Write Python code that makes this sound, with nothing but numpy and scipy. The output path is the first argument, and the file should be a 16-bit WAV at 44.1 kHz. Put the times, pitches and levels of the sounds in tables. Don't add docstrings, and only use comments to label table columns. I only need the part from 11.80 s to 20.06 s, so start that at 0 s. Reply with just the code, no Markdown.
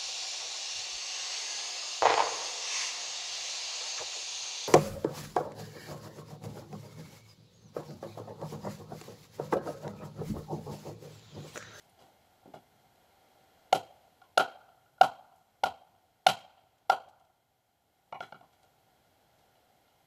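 import sys
import numpy as np
from scipy import signal
from scipy.fft import rfft, irfft
from scipy.io import wavfile
from scipy.ndimage import uniform_filter1d

SR = 44100
rng = np.random.default_rng(int(sys.argv[2]) if len(sys.argv) > 2 else 0)


def volts_from_decibels(level):
    exponent = np.asarray(level, float) / 20
    return 10 ** exponent


def log_audio(samples):
    frames = np.atleast_2d(samples).T
    limited = np.clip(frames, -1, 1)
    pcm = np.round(limited * 32767).astype(np.int16)
    wavfile.write(sys.argv[1], SR, pcm)


N = 364266

# pitch_hz, level_db (per Hz)
AIR_COLOUR = [(25, 0.5), (60, 8.5), (95, 12), (200, 4), (500, -2.5), (1200, -13.5), (3000, -16.5),
              (5000, -16), (9000, -26.5)]
# delay_s, level_db, spread_s
WALL_ECHOES = [
    (0.011, -22.5, .003),
    (.019, -12.5, .005),
    (.026, -14, .008),
    (0.043, -21, 0.016),
    (.118, -39, 0.015),
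]
# pitch_hz, near_db (leaves and walls), far_db (trees)
SCATTER = [(74, -26, -47), (200, -23, -41), (430, -34, -48), (750, -30.5, -44), (1250, -27, -45),
           (2500, -26, -42), (6500, -23.5, -36.5), (11800, -29, -46)]
# start_s, level_db (peak), fade_s (for 20 dB), dull_db
BRUSHES = [(0.005, -68, .07, 0), (0.094, -70, .015, -18), (0.2, -67, .22, 14), (0.66, -82, .16, 24),
           (0.742, -61, .045, 21), (1.16, -78, .07, 0), (1.83, -82, .05, -5), (4.982, -72, .012, -10),
           (5.288, -64, .025, -10), (5.398, -70, .015, -10), (5.45, -72, .012, -10), (6.41, -60, .12, 5),
           (6.73, -72, .07, 5), (6.83, -72, .08, 10), (7.59, -73, .12, 8)]
# start_s, level_db, hardness_db (per mode group upward), lowest_mode_db
STICK_KNOCKS = [
    (0.19, -84, 11, 2),
    (0.7362, -68, 4, 4),
    (2.4179, -76, 3, 18),
    (6.3244, -46.5, -6, 5),
    (6.4053, -51, 1, -9),
    (6.5224, -61, -2, 7),
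    (6.6084, -80, 1, 21),
    (6.7311, -75, -3, -3),
    (7.7544, -82, 2, 1),
    (8.0794, -80, 3, -4),
]
# pitch_hz, t60_s
STICK_MODE_GROUPS = [
    [(2260, .04)],
    [(2900, .03)],
    [(3350, 0.026), (3950, .015)],
    [(4900, 0.027), (5750, 0.0081)],
    [(1030, 0.036)],
]
STICK_EVEN_DB = [0, 2, -1, -8]
# start_s, level_db (peak), deep_db, block_knock_db
BLOW_THUDS = [
    (1.925, -35, -20, 16),
    (2.572, -38, -20, 17),
    (3.209, -33, -14, 8),
    (3.833, -38, -4, 1),
    (4.465, -32, -28, 5),
    (5.094, -45, -17, 19),
]
# start_s, level_db (peak), deep_db, block_knock_db
DROP_THUDS = [
    (0.219, -59, -13, -10),
    (0.659, -54, -40, 0),
    (0.742, -48, -10, -6),
    (5.26, -63, -4.5, -8),
    (6.323, -52, -35, 0),
    (6.403, -49.5, -26, 6),
    (6.523, -53, -33, 4),
    (6.608, -59, -12, -5),
]
# start_s, lower_mode_db, upper_mode_db, sizzle_db, extra_sizzle_to_walls_db
STEEL_HITS = [
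    (0.0189, -66, -70, -76, 29),
    (0.093, -76, -64, -85, 21),
    (0.1196, -72, -77, -81, 15),
    (1.9252, -31.5, -38.5, -37, 21),
    (2.5755, -31, -31.5, -36.5, 19),
    (3.2113, -38, -40.5, -38.5, 21),
    (3.558, -82.5, -66.5, -69, 17),
    (3.8345, -63, -46.5, -42, 18),
    (4.4647, -42.5, -32, -33, 23.5),
    (5.0936, -70, -52.5, -42, 20),
]
# pitch_hz, t60_s
STEEL_RINGS = [(6700, .03), (9800, .03)]
# start_s, level_db (peak), ring_hz, overtone_db, crack_db
LIGHT_TAPS = [(0.629, -60, 740, -24, -31), (0.657, -36.5, 256, -38, -40), (0.738, -39, 653, -19, -22),
              (2.416, -49, 745, -9, -11), (6.326, -28, 890, -28, -30), (6.405, -32.5, 695, -7.5, -8),
              (6.523, -40, 673, -5, -9.5), (6.609, -48, 703, -20, -15), (6.729, -68, 762, -11, -10),
              (6.839, -59, 736, -14, -28), (7.754, -66, 773, -16, -5), (8.079, -66, 792, -13.5, -4),
              (3.1795, -57, 800, -6, -14), (3.058, -66, 760, 0, -10)]
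# start_s, level_db (peak), ring_hz, overtone_db, crack_db
BLOWS = [
    (1.9248, -14, 600, -19.5, -8),
    (2.5735, -9, 625, -8.5, -7.5),
    (3.21, -9.5, 777, -14.5, -12),
    (3.8345, -15, 746, -18, -9.5),
    (4.464, -12, 780, -14.5, -1),
    (5.096, -12.5, 773, -13.5, -12),
]
# pitch_hz, width_hz, level_db
HOLDER_RINGS = [(762, 130, 13), (1393, 90, 6), (2095, 80, 0), (2875, 120, -2), (3225, 170, 4.5),
                (4020, 290, -1.5)]
# pitch_hz, level_db
MIC_COLOUR = [(30, -9), (90, -0.5), (300, 0.5), (2000, 7.5), (5000, 3), (8000, 3.5), (8900, -1),
              (10000, 2.5), (14000, 5)]

LEAD_S = 0.0012
TOP_HZ = 14250


def colour(x, points):
    hz, db = np.transpose(points)
    grid = np.log(np.maximum(np.fft.rfftfreq(4096, 1 / SR), 1))
    cepstrum = irfft(np.log(volts_from_decibels(np.interp(grid, np.log(hz), db))))
    cepstrum[1:2048] *= 2
    cepstrum[2049:] = 0
    return signal.fftconvolve(x, irfft(np.exp(rfft(cepstrum))))[:len(x)]


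def ring(x, hz, t60):
    pole = np.exp(2j * np.pi * hz / SR - np.log(1000) / (t60 * SR))
    return signal.lfilter([1], [1, -pole], x).imag


def band(x, lo_hz, hi_hz):
    return signal.sosfilt(signal.butter(2, [lo_hz, hi_hz], "bandpass", fs=SR, output="sos"), x)


def peak(x, db):
    return x * volts_from_decibels(db) / np.max(np.abs(x))


def level(x, db):
    return x * volts_from_decibels(db) / np.sqrt(np.mean(x ** 2))


def walk(rate):
    hold = int(SR / rate)
    steps = np.repeat(rng.standard_normal(N // hold + 1), hold)
    return uniform_filter1d(uniform_filter1d(steps, hold), hold)[:N]


def add(out, x, s):
    i = int(s * SR)
    out[i:i + len(x)] += x[:len(out) - i]


def force(bite_s, chance, steep, let_go_s, scatter_db):
    t = np.arange(len(chance[0])) / SR
    shape = np.where(t < bite_s, (t / bite_s) ** steep, np.exp(-(t - bite_s) / let_go_s))
    return shape * chance[0] * volts_from_decibels(scatter_db * np.abs(chance[1]))


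def gain():
    t = np.arange(N) / SR
    sink_db, sink_s = 1.15, .55
    hold_s, recover_s, kept = .9, .35, .25
    sunk_db = sum(sink_db * np.clip((t - row[0]) / sink_s, 0, 1) for row in BLOWS)
    wait = np.maximum(t - BLOWS[-1][0] - hold_s, 0)
    return volts_from_decibels(-sunk_db * (kept + (1 - kept) * np.exp(-wait / recover_s)))


def air():
    noise = colour(rng.standard_normal(N), AIR_COLOUR)
    bass = band(noise, 17, 340)
    return level(volts_from_decibels(1.2 * walk(1.5)) * (noise - bass) + volts_from_decibels(1.5 * walk(3)) * bass, -71.5)


def yard():
    t = np.arange(int(1.2 * SR)) / SR
    out = np.zeros(len(t))
    for delay_s, db, spread_s in WALL_ECHOES:
        smear = (t > delay_s) * np.exp(-np.abs(t - delay_s) / spread_s)
        echo = smear * rng.standard_normal(len(t)) * rng.exponential(size=len(t))
        out += volts_from_decibels(db) * echo / np.sqrt(np.sum(echo ** 2))
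    swell = 1 - np.exp(-(t / .018) ** 3)
    tail = 0
    near_t60, open_t60 = .2, 1.5
    points_hz, *levels_db = np.transpose(SCATTER)
    for hz in np.geomspace(74, 11800, 10):
        near_db, far_db = (np.interp(np.log(hz), np.log(points_hz), db) for db in levels_db)
        far_t60 = open_t60 / (1 + 250 / hz + hz / 4500)
        near = volts_from_decibels(near_db - 60 * np.maximum(t - .032, 0) / near_t60)
        far = volts_from_decibels(far_db - 60 * t / far_t60)
        noise = band(rng.standard_normal(len(t)), hz / 1.33, hz * 1.33) / np.sqrt(hz / 40)
        tail = tail + (near + far) * noise
    lumps = volts_from_decibels(2.5 * walk(160)[:len(t)] - 1)
    return out + swell * tail * lumps


def rustle():
    t = np.arange(N) / SR
    lumps_db = 4.4 * np.repeat(rng.exponential(size=N // 64 + 1), 64)[:N] * .5
    grains = rng.standard_normal(N) * volts_from_decibels(lumps_db)
    bright = level(band(grains, 2000, 10200), -6.4)
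    dull = level(band(rng.standard_normal(N), 100, 630), -13.5)
    out = np.zeros(N)
    for s, db, fade_s, dull_db in BRUSHES:
        away = np.where(t > s, t - s, (s - t) / .12) / fade_s
        out += volts_from_decibels(db - 20 * away) * (bright + volts_from_decibels(dull_db) * dull)
    return out


def stick():
    out = np.zeros(N)
    chances = rng.standard_normal((len(STICK_KNOCKS), 2, 4096))
    for (s, db, hard_db, low_db), chance in zip(STICK_KNOCKS, chances):
        snaps = force(0.0023, chance, 3.0, 0.00077, 4.0)
        upper_db = np.array(STICK_EVEN_DB) + hard_db * np.arange(len(STICK_EVEN_DB))
        for group, group_db in zip(STICK_MODE_GROUPS, [*upper_db, low_db]):
            tones = sum(ring(snaps, hz, t60) for hz, t60 in group)
            add(out, peak(band(tones, 940, 7600), db + group_db - 5), s - LEAD_S)
    return np.array([out, volts_from_decibels(3.5) * out])


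def thuds(rows, direct_db):
    out = np.zeros((2, N))
    push = np.append(np.hanning(40), np.zeros(8000))
    for (s, db, deep_db, block_db), chance in zip(rows, rng.standard_normal((len(rows), 3))):
        thump = sum(ring(push, hz * (1 + 0.058 * k), 0.028) for hz, k in zip((160, 230, 340), chance))
        deep = peak(ring(push, 85, 0.073), db + deep_db - 2.5)
        thump = peak(band(thump, 93, 550), db - 2.5) + deep
        block = ring(push, 490, 0.025) + ring(push, 530, 0.051)
        block = peak(band(band(block, 380, 700), 380, 700), db + block_db - 3)
        add(out[0], volts_from_decibels(direct_db) * thump + block, s)
        add(out[1], thump + volts_from_decibels(-14) * block, s)
    return out


def steel():
    out = np.zeros((2, N))
    knock = np.exp(-np.arange(4096) / .7)
    chances = rng.standard_normal((len(STEEL_HITS), 2, 4096))
    for (s, *modes_db, sizzle_db, around_db), chance in zip(STEEL_HITS, chances):
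        snaps = force(0.0035, chance, 6.3, .0012, 4.0)
        modes = sum(peak(ring(snaps, hz, t60), db) for (hz, t60), db in zip(STEEL_RINGS, modes_db))
        scrape = force(.003, chance[::-1], 2.5, 0.015, 2.0)
        add(out[0], modes + peak(band(scrape, 5500, 13000), sizzle_db), s - LEAD_S)
        spread = peak(band(knock, 4700, 12500), sizzle_db + around_db - 2.5)
        add(out[1], volts_from_decibels(-17) * modes + spread, s + 0.006)
    return out


def contact(snaps, push, row, t60):
    _, db, hz, over_db, crack_db = row
    body = ring(push, hz, t60) + 0.44 * ring(push, 0.82 * hz, t60) + .8 * ring(push, 1.25 * hz, t60)
    body = peak(band(band(body, .45 * hz, 1300), .45 * hz, 1300), -11)
    overtone = peak(band(ring(push + snaps, 1415, max(t60, .009)), 1200, 1600), over_db - 8)
    crack = peak(band(band(snaps, 2050, 4900), 1150, 7000), -2)
    block_rings = peak(ring(snaps, 3205, .04), -23) + peak(ring(snaps, 2110, .03), -28)
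    return volts_from_decibels(db) * (body + overtone + volts_from_decibels(crack_db) * (crack + block_rings))


def wood(rows, bite_s, t60, let_go_s):
    out = np.zeros((2, N))
    knock = np.exp(-np.arange(4096) / 1.0)
    for row, chance in zip(rows, rng.standard_normal((len(rows), 3, 4096))):
        start_s = row[0] - LEAD_S
        snaps = force(bite_s, chance, 6.6, let_go_s, 7.0)
        push = force(bite_s, chance[1:], 0.6, 0.0022, 3.1)
        add(out[0], contact(snaps, push, row, t60), start_s)
        add(out[1], contact(knock, knock, row, 0.3 * t60), start_s + bite_s)
    return out


def scene():
    chops = wood(BLOWS, bite_s=.004, t60=0.021, let_go_s=0.0031)
    taps = wood(LIGHT_TAPS, bite_s=.0016, t60=.025, let_go_s=0.0022)
    ground = volts_from_decibels(-1.5) * thuds(BLOW_THUDS, 0) + thuds(DROP_THUDS, 5)
    direct, around = chops + taps + stick() + steel() + ground
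    add(direct, volts_from_decibels(-7) * direct.copy(), .00142)
    echoes = signal.fftconvolve(volts_from_decibels(4) * around, yard())[:N]
    return (volts_from_decibels(-1.5) * direct + echoes + rustle() + gain() * air())[None]


def roll_off(x):
    return signal.sosfilt(signal.butter(12, 15600, fs=SR, output="sos"), x)


def record(dry):
    x = dry[0]
    for hz, width_hz, db in HOLDER_RINGS:
        b, a = signal.iirpeak(hz, hz / width_hz, SR)
        x = x + volts_from_decibels(db) * signal.lfilter(b, a, dry[0])
    x = signal.lfilter(*signal.iirnotch(8900, 8900 / 550, SR), x)
    hiss = gain() * level(band(rng.standard_normal(N), 5000, 18000), -79.7)
    x = colour(x + hiss, MIC_COLOUR)
    below = signal.sosfilt(signal.ellip(8, .2, 60, TOP_HZ, fs=SR, output="sos"), x)
    above = signal.sosfilt(signal.butter(8, TOP_HZ, "high", fs=SR, output="sos"), x)
    mix = below + volts_from_decibels(-33.5) * above
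    return roll_off(mix[None])


dry = scene()
out = record(dry)
log_audio(out)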